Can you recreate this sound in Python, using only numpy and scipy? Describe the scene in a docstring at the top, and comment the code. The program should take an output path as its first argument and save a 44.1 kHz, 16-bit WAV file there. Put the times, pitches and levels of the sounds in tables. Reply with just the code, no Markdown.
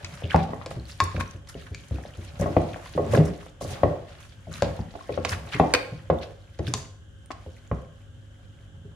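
"""A wooden pestle pounds wet food in a wooden mortar on a table: dull bursts, wood rings and wet slaps.
A hard plastic spoon clacks on the wall as ringing modes over noisy cracks, and scrapes as slipping noise.
The food squelches, crackles and ticks; the mortar rocks as flaring noise and bumps as swelling low tones.
A refrigerator hums as wavering lines over steady noise. The kitchen answers with decaying noise tails,
and a close stereo microphone colours the sum."""
import sys
import numpy as np
from scipy import signal
from scipy.fft import rfft, irfft, next_fast_len
from scipy.io import wavfile
from scipy.ndimage import uniform_filter1d, map_coordinates

SR = 44100
rng = np.random.default_rng(int(sys.argv[2]) if len(sys.argv) > 2 else 0)


def to_wav(sig):
    """Store sig (one row per channel, or 1-D mono) as 16-bit WAV at the path in sys.argv[1].

    Samples outside -1..1 are clipped; the rate is SR.
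    """
    pcm = np.clip(np.atleast_2d(sig), -1, 1) * 32767
    pcm = np.round(pcm).astype(np.int16)
    wavfile.write(sys.argv[1], SR, pcm.T)  # frames by channels


N = 394694  # length in samples


def amp(db):
    """Gain of a level in dB."""
    return 10 ** (np.asarray(db) / 20)


def unit(x):
    """x at rms 1."""
    return x / np.sqrt(np.mean(x ** 2) + 1e-20)


def along(points, hz):
    """Read a (Hz, value) curve on a log frequency axis."""
    f, v = np.transpose(points)
    return np.interp(np.log(hz + 1), np.log(f + 1), v)


def curves(rows):
    """One value per sample for each column after the time."""
    s, *cols = np.transpose(rows)
    return [np.interp(np.arange(N) / SR, s, c) for c in cols]


def wobble(rate):
    """A smooth random curve, rate knots a second."""
    t = np.arange(0, N + 64, 64) / SR
    knots = rng.standard_normal(int(N * rate / SR) + 4)
    return np.interp(np.arange(N) / SR, t, map_coordinates(knots, [t * rate]))


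def filtered(x, response):
    """x times a complex response of frequency."""
    m = next_fast_len(N + SR // 2)
    return irfft(rfft(x, m) * response(np.fft.rfftfreq(m, 1 / SR)), m)[..., :N]


def widened(pair, colour, alike):
    """Two noises, coloured and mixed into left and right of the given likeness."""
    turn = lambda hz: np.arccos(np.clip(along(alike, hz), -1, 1)) / 2
    mid, side = filtered(pair, lambda hz: colour(hz) * [np.cos(turn(hz)), np.sin(turn(hz))])
    return np.array([mid + side, mid - side])


def gritty(per_s, life_s, depth):
    """Two noises that flare together in short random slips."""
    slips = (rng.random(N) < per_s / SR) * rng.exponential(size=N)
    flares = signal.lfilter([1], [1, -np.exp(-1 / (life_s * SR))], slips)
    return (1 + depth * flares) * rng.standard_normal((2, N))


def add(out, s, sound, pan_db):
    """Mix a sound in at s seconds: louder on its own side, and earlier there give or take a random lag."""
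    lag = round(np.clip(.6 * pan_db + rng.normal(0, 1.5), -8, 8))  # samples
    for side, sign in enumerate((1, -1)):
        start = round(s * SR) - sign * lag // 2
        out[side, start:][:len(sound)] += sound * amp(sign * pan_db / 2)


def ring(modes, tilt, t, damping, scatter_db, detune, contact_s):
    """Modes struck at new strengths; the contact and each mode's first cycle make a smooth rise."""
    hz, db, t60 = np.transpose(modes)[:, :, None]
    draw = rng.standard_normal((2, len(modes), 1))
    fall_db = 60 * t * np.clip(damping, .4, 6) / t60
    level_db = db + along(tilt, hz) + scatter_db * draw[0] - fall_db
    rise = 1 - np.exp(-t / (contact_s + 0.88 / hz))
    swing = np.sin(2 * np.pi * hz * (1 + detune * draw[1]) * t)
    return np.sum(amp(level_db) * swing * rise, axis=0)


# compressor and mains lines: (f/Hz, level/dB)
HUM_LINES = [(48.5, -50.5), (102, -52), (146, -59.5), (196, -68.5), (245, -66), (293, -74), (538, -71.5),
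             (1077, -86), (2105, -89)]
# colour of the fan and microphone noise, before its overall level: (f/Hz, level/dB)
AIR_COLOUR = [(18, -52), (30, 11.5), (105, 8), (125, -18), (160, -12), (256, -23.5), (307, -13), (467, -21),
              (532, -20), (591, -33.5), (945, -38.5), (1590, -17.5), (2240, -45.5), (3070, -19.5),
              (4420, -42), (6890, -32), (15500, -52.5)]
# stereo width of that noise: (f/Hz, left-right likeness)
AIR_LIKENESS = [(60, 0.85), (240, 0.38), (950, 0), (3770, 0), (15000, 0.47)]
AIR_TREBLE_DB = -62.5  # level of the noise above 1200 Hz


def refrigerator():
    """Compressor and mains lines waver in level and phase over steady fan noise."""
    t = np.arange(N) / SR
    lines = np.zeros(N)
    for hz, db in HUM_LINES:
        level = np.sqrt(2) * amp(db + 2.2 * wobble(1.6))
        lines += level * np.sin(2 * np.pi * hz * t + 0.54 * wobble(1.7))
    air = widened(rng.standard_normal((2, N)), lambda f: amp(along(AIR_COLOUR, f)), AIR_LIKENESS)
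    treble = filtered(air, lambda f: f > 1200)
    return lines + amp(AIR_TREBLE_DB) * air / np.std(treble)


def crackle(per_s, centre_hz, octaves, cycles):
    """Wet grains of random pitch, size and side, in clumps: each a few damped cycles."""
    draw, step = rng.random((int(per_s * N / SR), 5)), np.arange(SR // 100)
    start = (draw[:, :1] * N).astype(int)
    hz = centre_hz * 2 ** (octaves * (draw[:, 1:2] + draw[:, 2:3] - 1))
    turns = hz * step / SR
    size = -np.log(1 - draw[:, 3:4]) * amp(4.45 * wobble(45))[start]  # the wobble makes the clumps
    grains = size * np.sin(2 * np.pi * turns) * np.exp(-turns / cycles) * (1 - np.exp(-turns))
    at = (start + step).ravel()
    sides = draw[:, 4:], 1 - draw[:, 4:]
    return unit(np.array([np.bincount(at, (grains * np.sqrt(side)).ravel(), N)[:N] for side in sides]))


# stirring strokes, the course of the scrape: (t/s, level/dB)
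STIR_STROKES = [(0.0, -46), (0.3, -62.5), (0.79, -54), (1.17, -50), (1.34, -52.5), (1.44, -72),
                (1.49, -52.5), (2.22, -51), (3.26, -51), (3.44, -48), (3.66, -88.5), (3.76, -65),
                (4.41, -59), (5.71, -47.5), (5.86, -56), (6.58, -64), (6.78, -41.5), (6.97, -79),
                (7.45, -61), (8.95, -76)]
# squelches of pressed food: (t/s, level/dB, fizz against scrape/dB, fall t60/s)
FOOD_SQUELCHES = [(0.181, -44, -21, 1), (0.291, -28, -20, 0.32), (0.4294, -35, 13, 0.022),
                  (0.704, -25.5, -10, 0.064), (0.877, -43, 3.5, 0.14), (1.0346, -38, 28.5, 0.024),
                  (1.1933, -12.5, -13.5, 0.058), (1.485, -41, 16.5, 0.051), (2.1894, -68, -5, 0.088),
                  (2.234, -36, -10, 0.06), (2.388, -30.5, -0.5, 0.09), (2.416, -14, -26, 0.044),
                  (3.107, -28, -6.5, 0.18), (3.143, -44, -1.5, 0.18), (3.246, -37, 3, 0.079),
                  (3.603, -36, 1, 0.15), (3.65, -37.5, -10, 0.3), (3.7, -34.5, 1.5, 0.12),
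                  (3.726, -34, -26, 0.17), (4.07, -45, -21, 0.48), (4.193, -48, -4.5, 0.29),
                  (4.508, -35.5, -12, 0.52), (5.12, -40, -32.5, 0.37), (5.285, -27, 1, 0.11),
                  (5.314, -19, -13, 0.081), (5.514, -18.5, -23.5, 0.16), (5.5754, -21, -20.5, 0.068),
                  (6.212, -34.5, -19, 0.15), (6.662, -21, -12, 0.064), (6.68, -27, -3, 0.033),
                  (6.75, -70, -18, 0.11)]
# colour of the scrape: (f/Hz, level/dB)
SCRAPE_COLOUR = [(590, -16), (1000, 2), (1800, 3.5), (2080, 2), (4060, -1.5), (6000, -11.5), (7800, -47.5),
                 (13200, -120)]
# colour of the juice's fizz: (f/Hz, level/dB)
FIZZ_COLOUR = [(2060, -48), (3500, -19), (5870, -3), (6860, -1.5), (7430, -6), (10200, -3.5),
               (15500, -18.5)]
# stereo width of the near noises, scrape, fizz and rocking: (f/Hz, left-right likeness)
NEAR_LIKENESS = [(60, 1), (180, 0.95), (550, 0.5), (1650, 0.13), (4970, 0.014), (15000, 0.033)]
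# fizz at the reference scrape; dB of fizz for each dB of scrape
JUICE_DB, JUICE_GROWS, STIR_REF_DB = -66.5, 0.95, -55.5


def stirring():
    """The spoon edge slips on the wall and pressed food squelches: a dull scrape, crackle and fizz of juice."""
    scrape_db, = curves(STIR_STROKES)
    juice_db = JUICE_DB + JUICE_GROWS * (scrape_db - STIR_REF_DB)
    jerk = amp(2.5 * wobble(14))  # small jerks of the hand
    drift_db = 4.5 * wobble(18)  # the scrape turns duller or brighter
    scrape, fizz = amp(scrape_db) * jerk, amp(juice_db) * jerk
    t = np.arange(SR // 2) / SR
    for s, db, fizz_db, t60 in FOOD_SQUELCHES:
        swell = amp(db - 60 * t / t60) * (1 - np.exp(-t / 0.01)) ** 2
        scrape[round(s * SR):][:len(t)] += swell
        fizz[round(s * SR):][:len(t)] += swell * amp(fizz_db)
    dull = unit(widened(gritty(85, 0.008, 0.95), lambda f: amp(along(SCRAPE_COLOUR, f)), NEAR_LIKENESS))
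    low = filtered(dull, lambda f: 1 / (1 + (f / 2300) ** 4))
    dull = low * amp(-drift_db) + (dull - low) * amp(drift_db)
    bright = unit(widened(gritty(110, 0.0022, 1.0), lambda f: amp(along(FIZZ_COLOUR, f)), NEAR_LIKENESS))
    lumps = crackle(600, 2400, octaves=1.2, cycles=3)
    spits = crackle(600, 5200, octaves=.9, cycles=2.5)
    return scrape * (0.55 * dull + 0.4 * lumps) + fizz * (1.4 * bright + .9 * spits)


# envelope settings for the sound that follows each knock
SHAKE_DB, SHAKE_T60_S, SHAKE_RISE_S = -19, 0.31, 0.14  # the table keeps rocking; both share the rise
SETTLE_DB, SETTLE_T60_S = -38.5, 0.71  # the pestle grinds on in the bowl


def aftermath(level_db, t60_s):
    """An envelope that swells after every knock, in proportion to the knock, and dies away."""
    out, t = np.zeros(N + SR), np.arange(SR) / SR
    for s, db, *_ in MORTAR_KNOCKS:
        swell = amp(db + level_db - 60 * t / t60_s) * (1 - np.exp(-t / SHAKE_RISE_S))
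        out[round(s * SR):][:len(t)] += swell
    return out[:N]


# hands lean on the mortar, the course of the rocking: (t/s, level/dB)
HAND_PUSHES = [(0.0, -36.5), (0.45, -45.5), (2.07, -53.5), (2.49, -31), (2.94, -47.5), (3.16, -19.5),
               (3.46, -75), (3.72, -28), (3.89, -31.5), (4.04, -46.5), (4.51, -55), (4.69, -32),
               (5.01, -57), (5.3, -35.5), (5.42, -35.5), (5.62, -40.5), (5.9, -53), (6.63, -58.5),
               (8.95, -53)]
# resonances of table and mortar, also struck by knocks and bumps: (f/Hz, level/dB, t60/s)
WOOD_MODES = [(69.1, 0.5, 0.39), (86.8, 12.5, 0.15), (114.5, 7, 0.091), (158.3, -1, 0.31),
              (228.6, -6.5, 0.21), (298, -5, 0.18), (333.5, -0.5, 0.14), (410.2, 1.5, 0.11),
              (496, -2, 0.059), (523.3, -10, 0.3), (564, 7, 0.053), (659.3, -3, 0.13), (713, -3, 0.075),
              (805, -9, 0.063), (1081, -7.5, 0.045), (1284, -23, 0.026), (1914, -20, 0.041)]
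RUB_DB = -12  # rubbing of the bowl under the rocking


def rocking():
    """Uneven pushes shake the table under the mortar and rub the bowl: flaring noise through the wood's modes."""
    push_db, = curves(HAND_PUSHES)

    def wood(f):
        total = 0
        for centre, db, t60 in WOOD_MODES:
            loss = 1j * f * (0.5 / t60 + 14)  # bandwidth in Hz
            total = total + amp(db) * loss / (centre * centre - f * f + loss)
        return total

    table = lambda f: wood(f) / (1 + (f / 260) ** 6)
    bowl = lambda f: wood(f) / (1 + (280 / (f + 1)) ** 6)
    rock_level = amp(push_db) + aftermath(SHAKE_DB, SHAKE_T60_S)
    rock = rock_level * unit(widened(gritty(97, 0.037, 3.7), table, NEAR_LIKENESS))
    rub_level = amp(push_db + RUB_DB) + aftermath(SETTLE_DB, SETTLE_T60_S)
    return rock + rub_level * unit(widened(gritty(22, 0.009, 0.54), bowl, NEAR_LIKENESS))


# spoon clacks: (t/s, level/dB, low ring/dB, middle ring/dB, high ring/dB, left-right/dB,
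# damping by hand and food [factor, held to 0.4-6])
SPOON_CLACKS = [(0.0458, -26.5, -24, -16, 3, 4.5, 0.87), (0.361, -23.5, 9, 9, -3.5, -1, 3),
                (0.661, -32, 4, -1.9, 8.5, 1, 2.2), (1.0026, -16, 12, 5, 2.5, 3, 1.5),
                (1.165, -26.5, -21, 0.7, -13, -4, 1.7), (1.1979, -36.5, 12.5, -6, -7, 3, 1.7),
                (1.208, -27, 7.5, 6, 1.5, 7, 1.8), (1.473, -53, -24, -8, 18, 1, 1.5),
                (1.7458, -34, -32, -29, 0, 3, 0.52), (2.743, -34, -12.5, -2.5, -25, 8, 1.6),
                (2.86, -34.5, 15, 6, -20, 3, 10), (3.1489, -30, 7, 12.5, -10, 4.5, 1.1),
                (4.622, -22.5, -16, 0.5, 5, 2.8, 1.65), (4.632, -25.5, -6.5, -9, -1, -3.2, 1.65),
                (5.2492, -20, 2, 7, 11, -6.5, 7), (5.7382, -8, -6, -4.5, 1.7, -3.5, 0.95),
                (5.7483, -6.5, -11, -0.3, 0.5, 4.5, 2), (6.5892, -41.5, 6, -4, 11.5, 0, 3),
                (6.7384, -31, 9.5, -12, 19, 3.5, 1.6), (7.3083, -27.5, 9, 1, -14.5, 2.5, 4.8),
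                (7.316, -39, -17, -5, 3, -29, 4.5)]
# resonances of the plastic spoon: (f/Hz, level/dB, t60/s at damping 1)
SPOON_MODES = [(581, 7, 0.051), (768, 8.5, 0.039), (1063, -10, 0.16), (1140, 6, 0.013), (1410, -11, 0.062),
               (1613, 1, 0.02), (1966, -7, 0.022), (2284, 4.5, 0.012), (2460, -15.5, 0.095),
               (3880, 5, 0.01), (4620, 10, 0.011), (5210, 8.5, 0.009), (5950, 7, 0.011), (6900, 8, 0.009),
               (8170, 8, 0.006)]
CRACK_DB, CRACK_T60_S = -7.5, 0.044  # noisy crack against the high ring setting
WALL_HZ, WALL_DB, WALL_T60_S = [1090, 2640], 1, 0.0077  # dry smack of the wall, against the middle ring
CHATTER, CHATTER_T60_S = 2.8, 0.12  # rattle of the loose contact


def spoon():
    """Each clack rings the spoon's modes briefly over a noisy crack and the wooden wall's dry smack."""
    out, t = np.zeros((2, N + SR)), np.arange(SR // 8) / SR
    dull, wall = signal.butter(3, 6500, fs=SR), signal.butter(2, WALL_HZ, 'band', fs=SR)
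    for s, db, low_db, middle_db, high_db, pan_db, damping in SPOON_CLACKS:
        tilt = [(800, low_db - 23.5), (1000, low_db), (1250, low_db), (1350, middle_db), (1950, middle_db),
                (2150, 0.011), (3000, 0.0038), (4000, high_db - 12.5)]
        crack_level = amp(high_db + CRACK_DB - 60 * t / CRACK_T60_S)
        crack = signal.lfilter(*dull, crack_level * rng.standard_normal(len(t)))
        plastic = ring(SPOON_MODES, tilt, t, damping, scatter_db=2.5, detune=.012, contact_s=.0001)
        smack_level = amp(WALL_DB + middle_db - 60 * t / WALL_T60_S)
        smack = signal.lfilter(*wall, smack_level * rng.standard_normal(len(t)))
        rattle = uniform_filter1d(rng.standard_normal(len(t)), size=24)
        chatter = 1 + CHATTER * amp(-60 * t / CHATTER_T60_S) * rattle
        add(out, s, amp(db) * (plastic * chatter + crack + smack), pan_db)
    return out[:, :N]


# pestle and mortar knocks: (t/s, level/dB, table thump/dB, upper ring/dB, burst's starting f/Hz,
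# damping by the food [factor, held to 0.4-6])
MORTAR_KNOCKS = [(0.222, -31.5, -18, -11, 545, 1.3), (0.3445, -1, -0.5, 0, 816, 1.71),
                 (0.492, -26.5, 5, -7, 657, 1.4), (0.533, -19, -3.5, 12.5, 487, 2.6),
                 (0.614, -28.5, -28, 25.5, 920, 4.6), (0.663, -28, -32, -32, 569, 1.4),
                 (0.712, -21.5, -23, 12, 685, 4), (1.145, -28.5, 10, -9, 550, 1.5),
                 (1.179, -26.5, 7, -12, 506, 1.5), (1.551, -23.5, 0.5, -18, 466, 2.14),
                 (1.91, -33.5, 14, -11, 543, 1.2), (1.985, -30, -27, -8, 750, 1.8),
                 (2.052, -29, -4, -32, 610, 1.9), (2.397, -22.5, 9.5, -39, 570, 1.53),
                 (2.415, -21.5, -4, -1, 580, 0.33), (2.459, -20, -21, 4.5, 672, 0.54),
                 (2.566, -4, -4, 1.5, 660, 1.88), (2.76, -19.5, -29, 13, 636, 3.7),
                 (2.951, -24.5, 5, -26, 400, 1.5), (2.977, -15.5, -10, 0, 569, 0.44),
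                 (3.135, -12, -0.5, 3, 540, 0.76), (3.175, -3, -0.5, -19, 480, 2.55),
                 (3.202, -16.5, -6, -11, 470, 0.64), (3.43, -37.5, -20, 29.5, 955, 7.1),
                 (3.464, -30, -21, 16, 695, 5), (3.611, -24.5, -3.5, 4, 614, 1.1),
                 (3.648, -24, -17, -2, 580, 1.8), (3.833, -5, -3.5, 6.5, 625, 1.4),
                 (4.47, -37.5, 7.5, -11, 710, 0.45), (4.622, -8, -4.5, -1, 590, 1.47),
                 (4.791, -24, 11, -4, 804, 2.56), (4.94, -33, -30, -8, 780, 2.7),
                 (4.953, -23.5, -33, 10, 696, 2.4), (5.008, -48, -33, 31, 1040, 1.8),
                 (5.093, -21, -9.5, 3.5, 534, 0.8), (5.176, -14, -7.5, 2.5, 565, 1.4),
                 (5.25, -13, -25, 11, 744, 3.4), (5.598, 0.4, -3, 5, 750, 2.04),
                 (5.636, -17.5, -33, -23, 794, 0.67), (5.74, -14, -36, -14, 548, 0.92),
                 (6.1, -3, -4.5, 7.5, 554, 2.04), (6.593, -21, 5, 3, 500, 1.25),
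                 (7.305, -18.5, -29, 12.5, 760, 6.7), (7.463, -34, -21, -24, 560, 1.9),
                 (7.714, -16, 6.5, 8, 515, 1.96)]
BURST_T60_S, BOWL_RING_DB = 0.041, -4.5  # burst decay at damping 1; tilt of the bowl modes
SAG_PER_S = 12  # the burst's pitch sinks as the tip digs into the food
SLOSH = 4.37  # shifting food roughens the ring of the wood
SIDEWAYS_DB = -8.5  # the part of the bowl's ring that reaches the two ports in opposition


def pestle():
    """Each knock is a short dull burst from the bowl, then the ring of mortar and table; the wet food slaps."""
    out, t = np.zeros((2, N + SR)), np.arange(SR // 3) / SR
    wet, soft = signal.butter(2, 2200, fs=SR), signal.butter(2, 4500, fs=SR)  # wet food, blunt wooden tip
    for s, db, table_db, upper_db, burst_hz, damping in MORTAR_KNOCKS:
        tilt = [(250, table_db), (300, BOWL_RING_DB), (800, BOWL_RING_DB), (850, upper_db)]
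        turns = burst_hz * (1 - np.exp(-SAG_PER_S * t)) / SAG_PER_S
        burst = amp(-60 * t * np.clip(damping, .4, 6) / BURST_T60_S) * np.sin(2 * np.pi * turns)
        burst *= 1 - np.exp(-t / 0.0018)
        burst *= 1 + 1.39 * amp(-60 * t / 0.03)  # the first swings carry the blow itself
        slap = signal.lfilter(*wet, amp(-16.5 - 60 * t / 0.047) * rng.standard_normal(len(t)))
        wood = ring(WOOD_MODES, tilt, t, damping, scatter_db=2, detune=.012, contact_s=.001)
        rough = uniform_filter1d(rng.standard_normal(len(t)), size=120)
        wood *= 1 + SLOSH * uniform_filter1d(rough, size=60)
        knock = signal.lfilter(*soft, 0.8 * burst + 0.5 * wood + slap)
        add(out, s, amp(db) * knock, 1.3 + rng.normal(0, 1.1))
        across_tilt = [(150, -30)] + tilt[2:]
        across = ring(WOOD_MODES, across_tilt, t, damping, scatter_db=4, detune=.04, contact_s=.001)
        opposed = rng.choice([-1, 1]) * np.outer([1, -1], across)
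        out[:, round(s * SR):][:, :len(t)] += amp(db + SIDEWAYS_DB) * opposed
    return out[:, :N]


# the mortar's foot bumps the table: (t/s, level/dB, f/Hz)
FOOT_BUMPS = [(0.237, -8.5, 98.6), (0.764, -12, 112), (1.019, -9.5, 86), (1.345, -18, 93), (1.711, -15, 86),
              (1.939, -12, 83), (2.18, -15, 85), (3.188, 3.5, 167.3), (5.32, -14.5, 81), (5.545, -11, 117),
              (5.922, -13.5, 119), (6.677, -9.5, 125), (6.744, -12, 96), (7.465, -18, 79),
              (8.848, -24, 148)]
BUMP_T60_S = 0.071


def bumps():
    """A soft contact: a few low cycles that swell and die, with a weak ring of the wood."""
    out, t = np.zeros((2, N + SR)), np.arange(SR // 4) / SR
    tilt = [(250, 2.5), (500, -2.0), (1200, -13.5)]
    for s, db, hz in FOOT_BUMPS:
        push = amp(-60 * t / BUMP_T60_S) * np.sin(2 * np.pi * hz * t) * (1 - np.exp(-t / 0.0086))
        wood = ring(WOOD_MODES, tilt, t, 1.42, scatter_db=4.5, detune=0.0054, contact_s=0.012)
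        add(out, s, amp(db) * (push + 0.11 * wood), .8)
    return out[:, :N]


# wet ticks of the food: (t/s, level/dB, starting f/Hz)
FOOD_TICKS = [(0.275, -32, 3420), (0.319, -28, 2300), (0.797, -31, 4150), (0.854, -30, 4240),
              (1.277, -29.5, 5700), (1.31, -26.5, 5930), (1.543, -31.5, 2870), (1.621, -34.5, 2820),
              (1.958, -32, 2510), (2.037, -28.5, 1720), (2.137, -33, 2920), (5.124, -27, 2400),
              (5.6, -29.5, 7700), (5.725, -37.5, 5600), (6.1864, -27.5, 3460), (6.682, -22, 5000),
              (6.688, -28.5, 3400), (7.259, -32.5, 8720), (7.675, -37.5, 6700)]


def ticks():
    """Small bubbles and shreds snap: a few noisy cycles each, the pitch rising."""
    out, t = np.zeros((2, N + SR)), np.arange(SR // 20) / SR
    for s, db, hz in FOOD_TICKS:
        snap = np.sin(2 * np.pi * hz * t * (1 + 8 * t)) + .35 * rng.standard_normal(len(t))
        level = amp(db - 60 * t / 0.01) * (1 - np.exp(-t / 0.0011))
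        add(out, s, level * snap, rng.normal(0, 1.5))
    return out[:, :N]


# decay of the small kitchen: (f/Hz, t60/s)
KITCHEN_DECAY = [(100, 0.38), (500, 0.54), (2000, 0.46), (8000, 0.44)]


def kitchen(x):
    """Each frequency of the room's answer dies at its own speed; every stretch of sound meets a new tail."""
    out, step = np.zeros((2, N + 2 * SR)), SR // 2
    for start in range(0, N, step):
        hz, t, z = signal.stft(rng.standard_normal((2, SR // 2)), SR, nperseg=256)
        z = z * amp(-60 * t / along(KITCHEN_DECAY, hz)[:, None])
        z[1] *= (hz / (hz + 450))[:, None]  # long waves reach both ports alike
        mid, side = signal.istft(z, SR, nperseg=256)[1]
        tail = np.array([mid + side, mid - side]) / np.linalg.norm(mid)
        mono = x[:, start:start + step].mean(axis=0)
        echo = signal.fftconvolve(mono[None], tail, axes=1)
        out[:, start + 200:][:, :echo.shape[1]] += echo  # the room answers 200 samples late
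    return out[:, :N]


def scene():
    """Hits and the food with their room, the rocking and the hum."""
    thuds, clacks, food = pestle() + bumps(), spoon(), stirring() + ticks()
    room = amp(-5.5) * kitchen(thuds + 0.68 * clacks + .5 * food)
    return thuds + clacks + food + room + rocking() + refrigerator()


TOP_HZ = 15800  # band limit of the microphone


def record(dry):
    """The microphone loses the deepest bass and some top, rounds the highest peaks and has a band limit."""
    colour = lambda hz: (1j * hz / (45 + 1j * hz)) ** 4 / (1 + 1j * hz / 12000) ** 2
    x = filtered(dry, colour)
    x = x / (1 + np.abs(x / .98) ** 6) ** (1 / 6)
    return filtered(x, lambda hz: hz < TOP_HZ)


dry = scene()
out = record(dry)
to_wav(out)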